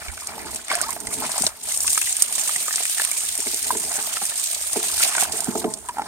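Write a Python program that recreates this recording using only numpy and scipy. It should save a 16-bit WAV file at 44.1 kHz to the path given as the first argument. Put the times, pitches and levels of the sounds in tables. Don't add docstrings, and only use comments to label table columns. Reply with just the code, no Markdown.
import sys
import numpy as np
from scipy import signal
from scipy.io import wavfile

SR = 44100
rng = np.random.default_rng(int(sys.argv[2]) if len(sys.argv) > 2 else 0)


def digitize_waveform(pressure):
    field = np.atleast_2d(pressure).T
    bounded = np.clip(field, -1, 1)
    quanta = np.round(bounded * 32767).astype(np.int16)
    wavfile.write(sys.argv[1], SR, quanta)


N = 267687

# time in seconds, gurgle level in dB, wall drumming level in dB.
POOL_LEVELS = [(0.0, -36, -43), (0.16, -41.5, -49.5), (0.505, -32, -40.5), (0.66, -47.5, -50),
               (0.71, -24, -47), (0.9, -35.5, -47), (1.03, -41.5, -40.5), (1.21, -31, -35.5),
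               (1.445, -33, -64), (1.6, -50, -53), (1.7, -36, -52), (1.9, -44, -50.5), (2.27, -38, -52.5),
               (2.95, -40, -53), (3.0, -32.5, -58), (3.15, -40, -52), (3.83, -39.5, -44.5),
               (3.97, -30.5, -44), (4.25, -41, -57.5), (4.7, -39, -52.5), (4.78, -37, -45), (4.9, -36, -50),
               (5.18, -25.5, -44.5), (5.3, -31.5, -38), (5.43, -37.5, -42), (5.675, -40, -26),
               (5.78, -49.5, -48), (5.95, -41, -51), (6.0, -41, -38), (6.07, -37, -46)]


def amp(db):
    return 10 ** (np.asarray(db) / 20)


def rms_one(x):
    return x / np.sqrt(np.mean(x ** 2) + 1e-20)


def peak_one(x):
    return x / np.max(np.abs(x))


def bandpass(x, low_hz, high_hz, order=2):
    return signal.sosfilt(signal.butter(order, [low_hz, high_hz], "band", fs=SR, output="sos"), x)


def in_time(rows):
    times_s, *columns = np.transpose(rows)
    return [np.interp(np.arange(N) / SR, times_s, column) for column in columns]


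def drift(corner_hz):
    r = np.exp(-2 * np.pi * corner_hz * 20 / SR)
    slow = signal.lfilter([1], [1, -2 * r, r * r], rng.standard_normal(N // 20 + 2002))[2000:]
    return np.interp(np.arange(N) / 20, np.arange(len(slow)), rms_one(slow))


def ring(clicks, hz, t60_s):
    r, w = amp(-60 / (t60_s * SR)), 2 * np.pi * hz / SR
    return signal.lfilter([0, np.sin(w)], [1, -2 * r * np.cos(w), r * r], clicks + 1e-18)


def arrivals(per_s, spread_db):
    sizes = amp(spread_db * np.minimum(rng.exponential(1, N), 3.0))
    return sizes * (rng.random(N) < per_s / SR)


def add(out, start_s, sound, pan_db):
    at = round(start_s * SR)
    part = sound[..., :N - at]
    out[:, at:at + part.shape[-1]] += part * amp([[pan_db / 2], [-pan_db / 2]])


def stream_pan_db(time_s):
    # time in seconds, left over right in dB.
    sweep = [(0, 2), (0.75, -1), (0.97, -8), (1.3, 6.5), (2.05, 5), (2.25, -0.5), (5.0, 0.5), (5.35, -5.5),
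             (6.07, -3)]
    return np.interp(time_s, *np.transpose(sweep))


def splashing(spectrum, per_s, spread_db, t60_s, rise_s, steady, patchy_db, coherence, colour_db,
              tilt_db=0):
    points_hz, points_db = np.transpose(spectrum)
    edges_hz = points_hz[0] * 2 ** np.arange(0, np.log2(points_hz[-1] / points_hz[0]) + .3, .4)
    rise = np.exp(-1 / (rise_s * SR))
    impacts = arrivals(per_s, spread_db)
    white = rng.standard_normal((2, 3, N))
    out = 0
    for k, (low_hz, high_hz) in enumerate(zip(edges_hz, np.minimum(edges_hz[1:], .45 * SR))):
        hz = np.sqrt(low_hz * high_hz)
        shared, left, right = bandpass(white[k % 2], low_hz, high_hz)
        noise = np.sqrt(coherence) * shared + np.sqrt(1 - coherence) * np.array([left, right])
        band_t60_s = t60_s * (points_hz[0] / hz) ** 0.21
        fall = amp(-60 / (band_t60_s * SR))
        coloured = impacts * amp(colour_db * drift(71))
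        flare = rms_one(signal.lfilter([1], np.convolve([1, -fall], [1, -rise]), coloured))
        level_db = np.interp(np.log(hz), np.log(points_hz), points_db)
        level_db = level_db + tilt_db * max(np.log2(8500 / hz), 0)
        out = out + amp(level_db + patchy_db * drift(10.5)) * (steady + flare) * noise
    return rms_one(out)


def spray():
    # frequency in Hz, relative density in dB.
    spectrum = [(900, -18), (1700, -9.5), (2200, -2), (3100, -1.5), (4500, 0.5), (5800, -0.4), (7200, 2.95),
                (9000, -0.5), (10500, 0.5), (12500, -1.5), (16000, -12)]
    # time in seconds, level in dB.
    levels = [(0, -40), (0.43, -41.5), (0.55, -37), (0.64, -44.5), (0.75, -34), (1.04, -37), (1.1, -38),
              (1.135, -26), (1.19, -34), (1.3, -32.5), (1.46, -25), (1.495, -38), (1.58, -47), (1.64, -38),
              (1.7, -26), (1.79, -30), (1.91, -21), (2.02, -27), (2.09, -23.5), (2.14, -31), (2.23, -26),
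              (2.28, -34), (2.37, -26), (3.0, -26), (3.15, -28.5), (4.6, -28.5), (4.97, -26.5), (5.03, -18),
              (5.12, -30.5), (5.235, -20.5), (5.255, -33), (5.31, -40), (5.325, -29), (5.53, -36.5),
              (5.58, -29), (5.63, -39.5), (5.8, -43), (6.07, -47)]
    # time in seconds, boost in dB per octave below 8500 Hz.
    body = [(0, 1.5), (0.5, 1), (0.75, 3), (0.95, -2), (1.13, -3), (1.27, 3), (1.45, -2), (1.6, 0),
            (1.9, -3.5), (2.1, 0), (3.9, -0.5), (4.9, 0.3), (5.12, 2.5), (5.26, -0.5), (5.55, -2.5),
            (6.07, -2)]
    level_db, = in_time(levels)
    tilt_db, = in_time(body)
    pan_db = -1 + 0.25 * stream_pan_db(np.arange(N) / SR)
    drops = splashing(spectrum, per_s=450, spread_db=3.9, t60_s=0.015, rise_s=0.0021, steady=0.98,
                      patchy_db=1.25, coherence=0.14, colour_db=3.5, tilt_db=tilt_db)
    return amp(level_db + np.array([pan_db / 2, -pan_db / 2])) * drops


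def bubbles(per_s):
    pitches_hz = np.geomspace(600, 2600, 18)
    births = arrivals(per_s, spread_db=2.6)
    pitch_index = rng.integers(0, len(pitches_hz), N)
    return rms_one(sum(ring(births * (pitch_index == k), hz, 20 / hz) for k, hz in enumerate(pitches_hz)))


def pool():
    # frequency in Hz, relative density in dB.
    spectrum = [(450, -41), (600, 9), (750, -10), (1000, -4.5), (1400, -8), (2000, -7), (3000, -24),
                (4500, -12)]
    level_db, _ = in_time(POOL_LEVELS)
    gurgle = splashing(spectrum, per_s=90, spread_db=2.7, t60_s=0.045, rise_s=0.0026, steady=0.71,
                       patchy_db=2.5, coherence=0.55, colour_db=6.5)
    return amp(level_db) * (0.62 * gurgle + 0.44 * bubbles(per_s=120))


def tub_walls(force):
    # frequency in Hz, gain in dB, T60 in seconds.
    modes = [(127, -4, 0.05), (195, -2, 0.074), (240, -0.5, 0.084), (332, -4, 0.068), (353, -10, 0.19),
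             (405, -3, 0.088), (445.2, -3, 0.14), (649, 2, 0.036), (700, -7.5, 0.079), (867, -2, 0.06),
             (1050, -11, 0.067)]
    return sum((-1) ** k * amp(db) * ring(force, hz, t60_s) for k, (hz, db, t60_s) in enumerate(modes))


def tub_drumming():
    _, level_db = in_time(POOL_LEVELS)
    patter = rng.standard_normal((2, N)) * amp(3.75 * drift(5.1))
    return amp(level_db) * rms_one(tub_walls(patter + 2.9 * patter[::-1]))


def wind(rise_s=0.021, fall_s=0.029):
    # crest time in seconds, relative level in dB.
    crests = [(0.09, -41), (0.53, -48), (1.09, -42), (1.43, -43.5), (2.06, -50), (3.74, -45), (4.94, -38),
              (5.29, -49)]
    # time in seconds, relative level in dB.
    breeze_levels = [(0, -54), (1.6, -58), (2.4, -66), (3.1, -60.5), (3.5, -55), (4.4, -61.5), (5.2, -60),
                     (5.5, -55), (6.07, -55)]
    t = np.arange(N) / SR
    rumble = bandpass(rng.standard_normal((2, N)), 45, 90, order=3)
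    rumble = rms_one(rumble + 0.37 * rumble[1])
    gusts = sum(amp(db) * np.exp(np.minimum((t - s) / rise_s, (s - t) / fall_s)) for s, db in crests)
    breeze = amp(in_time(breeze_levels)[0] + 3.4 * drift(2.2))
    flutter = amp(2.0 * drift(14))
    return (gusts + breeze) * flutter * rumble * amp([[-1.5], [4]])


def mic_hiss():
    return amp(-61) * np.diff(rng.standard_normal((2, N + 1)))


def plops(rise_s=0.00089, t60_s=0.03):
    # start in seconds, peak in dB, starting pitch in Hz, slap gain from 0 to 1.
    pockets = [(0.082, -19.5, 2210, 0.84), (0.175, -25, 1480, 0.72), (0.379, -22.5, 855, 1),
               (0.7, -15, 2180, 0.4), (0.714, -11, 1110, 0.3), (0.806, -18, 1430, 0.43),
               (0.889, -17.5, 1050, 0.16), (0.964, -19, 680, 0.38), (1.071, -22.5, 2000, 0.45),
               (1.436, -16, 735, 0.49), (1.467, -14, 630, 0.58), (1.716, -22, 2050, 0.4),
               (1.844, -22.5, 1026, 0.76), (1.881, -17, 2660, 0.77), (1.954, -23, 2270, 0.5),
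               (1.975, -12, 1240, 0.7), (2.018, -19, 2570, 0.44), (2.072, -19, 1970, 0.4),
               (2.382, -22.5, 1800, 0.6), (2.491, -18.5, 1220, 0.96), (2.558, -17, 1986, 0.5),
               (2.681, -16.5, 1215, 0.54), (2.707, -17, 1770, 0.55), (2.739, -16.5, 1750, 1),
               (2.78, -18.5, 2040, 0.8), (2.804, -22, 716, 0.75), (2.98, -20, 1780, 0.45),
               (2.997, -9.5, 1690, 0.79), (3.117, -22, 2240, 0.1), (3.469, -19.5, 2190, 0.61),
               (3.705, -7, 970, 0.12), (3.751, -20, 940, 1), (4.169, -16.5, 1270, 0.9),
               (4.217, -18, 790, 0.47), (4.319, -23.5, 1734, 0.63), (4.759, -14, 654, 0.9),
               (5.004, -15.5, 1360, 0.65), (5.151, -14, 1505, 0.8), (5.18, -10.5, 1416, 0.66),
               (5.224, -13.5, 700, 1), (5.471, -21, 740, 0.44), (5.554, -17, 750, 0.35),
               (5.642, -14, 707, 0.4), (5.891, -14.5, 980, 0.4), (5.969, -19.5, 830, 0.16),
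               (5.983, -13.5, 843, 0.15), (5.994, -9.5, 833, 0.08), (6.018, -18, 824, 0.3)]
    out, t = np.zeros((2, N)), np.arange(6000) / SR
    envelope = (1 - np.exp(-t / rise_s)) * amp(-60 * t / t60_s)
    for start_s, db, hz, slap_gain in pockets:
        phase = 2 * np.pi * hz * (t + 2.05 * t ** 2)
        tone = np.sin(phase) + 0.23 * np.sin(1.6 * phase)
        slap = rms_one(bandpass(rng.standard_normal(len(t)), hz / 1.97, hz * 1.47, order=1))
        plop = peak_one(envelope * (tone + slap_gain * slap))
        add(out, start_s, amp(db) * plop, 0.4 * stream_pan_db(start_s))
    return out


def splats(t60_s=0.023, scatter_db=3):
    # start in seconds, level in dB, bright band frequency in Hz, body relative to it in dB.
    drops = [(0.173, -25.5, 8200, -9), (0.2712, -13.5, 8600, -30), (0.5462, -16, 9000, -27),
             (0.5591, -14.5, 8700, -12), (0.6825, -18, 7000, -0.5), (0.7158, -16, 8300, 1),
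             (0.7262, -14, 7300, -2), (0.753, -9.5, 8200, -4.5), (0.8143, -8.5, 8200, -17),
             (0.9058, -16.5, 9100, -24), (0.9283, -18.5, 9000, -29), (1.003, -17, 8600, -27),
             (1.07, -14.5, 7100, -13), (1.3174, -14, 7300, -28), (1.3798, -10, 8100, -34),
             (1.421, -9, 8500, -23), (1.4661, 1, 5670, -21), (1.687, -15.5, 7900, -23),
             (1.722, -11.5, 8400, -33), (1.7745, -7.5, 8400, -40), (1.805, -6.5, 7900, -39),
             (1.8781, -5.5, 6500, -6), (1.9036, -11, 8700, -36), (1.931, -8, 8600, -24),
             (1.977, -5, 7700, -11), (2.015, -5.5, 8700, -7), (2.1673, -6.5, 8600, -9),
             (2.2218, 1.5, 8940, -40), (2.3255, -11, 8700, -11), (2.353, -13, 8500, -15),
             (2.476, -10, 9000, -9), (2.5611, -11, 8300, -17), (2.758, -7, 6700, -40),
             (2.8345, -18, 8300, -7), (2.8534, -10, 8900, -2.5), (2.8968, -11.5, 8300, -13),
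             (2.9823, -11, 8500, -15), (3.018, -7.5, 9100, -4), (3.0491, -9.5, 8400, -6),
             (3.1144, -8, 9100, -26), (3.3527, -12, 9400, -16), (3.3769, -9, 9000, -19),
             (3.403, -13, 8300, -12), (3.4695, -17, 8800, -15), (3.544, -13, 8800, -35),
             (3.6274, -10, 8850, -30), (3.9658, -15, 8550, -14), (4.026, -13.5, 8300, -13),
             (4.2532, -11.5, 8200, -10), (4.377, -11.5, 8600, -23), (4.7314, -10, 8750, -28),
             (4.83, -12.5, 8700, -14), (4.9975, -15, 8900, -6), (5.037, -11, 8500, -22),
             (5.076, -11, 8500, -13), (5.15, -14, 8200, 0), (5.209, -9, 8800, -27), (5.224, -12, 8500, -13),
             (5.322, -12, 6470, -25), (5.4049, -10.5, 8400, -29), (5.444, -12.5, 9100, -30),
             (5.738, -13.5, 7100, -23), (5.887, -18, 8500, -5)]
    out, t = np.zeros((2, N)), np.arange(4000) / SR
    decay_db = -60 * t / t60_s
    snap = 1.6 * np.exp(-t / 0.00033)
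    tail = 0.16 * amp(decay_db / 2.8)
    envelope = (1 - np.exp(-t / 0.0001)) * (amp(decay_db) + tail + snap)
    for start_s, db, hz, body_db in drops:
        noise = rng.standard_normal((3, len(t)))
        burst = (1.03 * noise[0] + noise[1:]) * envelope
        bright = peak_one(bandpass(burst, hz / 1.77, hz * 1.38) + 0.16 * burst)
        body = amp(body_db) * peak_one(bandpass(burst, 1500, 4000))
        pan_db = stream_pan_db(start_s) + scatter_db * rng.standard_normal()
        add(out, start_s, amp(db) * (bright + body), pan_db)
    return out


def tub_bumps():
    # start in seconds, peak in dB, most excited region in Hz, contact decay in seconds.
    bumps = [(0.452, -32, 378, 0.016), (0.728, -36, 519, 0.01), (1.181, -32, 447, 0.012),
             (1.402, -22.5, 212, 0.008), (1.439, -26, 132, 0.012), (3.385, -27.5, 413, 0.016),
             (3.462, -23.5, 400, 0.0058), (3.532, -29.5, 406, 0.0052), (3.723, -25.5, 401, 0.01),
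             (3.75, -21.5, 410, 0.0069), (3.837, -36, 256, 0.017), (3.978, -29.5, 412, 0.0064),
             (4.217, -32.5, 240, 0.0062), (4.76, -14, 410, 0.016), (5.332, -24.5, 460, 0.0093),
             (5.479, -10.5, 195, 0.0034), (5.551, -13.5, 423, 0.0059), (5.574, -21, 440, 0.022),
             (5.643, -10.5, 366, 0.016), (5.664, -21, 386, 0.024), (5.988, -35, 245, 0.018)]
    out, t = np.zeros((2, N)), np.arange(8000) / SR
    for start_s, db, hz, contact_s in bumps:
        contact = rng.standard_normal(len(t)) * np.exp(-t / contact_s)
        contact[0] += 2.8 * np.sqrt(contact_s * SR)
        force = bandpass(contact, hz / 1.58, hz * 1.74)
        add(out, start_s, amp(db) * peak_one(tub_walls(force)), pan_db=0)
    return out


def gulps():
    # start in seconds, level in dB, start pitch in Hz, end pitch in Hz, length in seconds.
    glides = [(0.733, -18.5, 587, 706, 0.011), (.755, -22.5, 687, 716, 0.039),
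              (0.832, -25.5, 1130, 1410, 0.035), (0.863, -28, 873, 997, 0.054),
              (1.848, -34.5, 950, 1420, 0.036), (5.886, -22, 963, 997, 0.03)]
    out = np.zeros((2, N))
    for start_s, db, start_hz, end_hz, length_s in glides:
        progress = np.arange(0, 1, 1 / (length_s * SR))
        phase = 2 * np.pi * np.cumsum(start_hz + (end_hz - start_hz) * progress) / SR
        envelope = np.sqrt(np.sin(np.pi * progress ** 0.67)) * np.exp(-1.1 * progress)
        add(out, start_s, amp(db) * envelope * np.sin(phase), pan_db=0)
    return out


def lag_left(x, lag_s=0.00013):
    samples = np.arange(N)
    return np.array([np.interp(samples - lag_s * SR, samples, x[0]), x[1]])


def scene():
    stream = spray() + pool()
    hiss = mic_hiss()
    water = lag_left(stream + splats() + plops() + gulps())
    return water + tub_drumming() + tub_bumps() + wind() + hiss


def record(dry, left_bass_cut_hz=253, top_cut_hz=15820):
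    # centre in Hz, width in Hz, gain in dB.
    cavity = [(8700, 1000, 11.5), (7760, 270, -8.5), (515, 162, -8.5)]
    for hz, width_hz, db in cavity:
        r = np.exp(-np.pi * width_hz / SR)
        numerator = np.array([1, 0, -1]) * (1 - r * r) / 2
        denominator = [1, -2 * r * np.cos(2 * np.pi * hz / SR), r * r]
        dry = dry + (amp(db) - 1) * signal.lfilter(numerator, denominator, dry)
    left = signal.lfilter(*signal.butter(1, left_bass_cut_hz, "high", fs=SR), dry[0])
    clipped = np.clip([left, dry[1]], -.85, .85)
    return signal.sosfilt(signal.ellip(14, .5, 80, top_cut_hz, fs=SR, output="sos"), clipped)


dry = scene()
out = record(dry)
digitize_waveform(out)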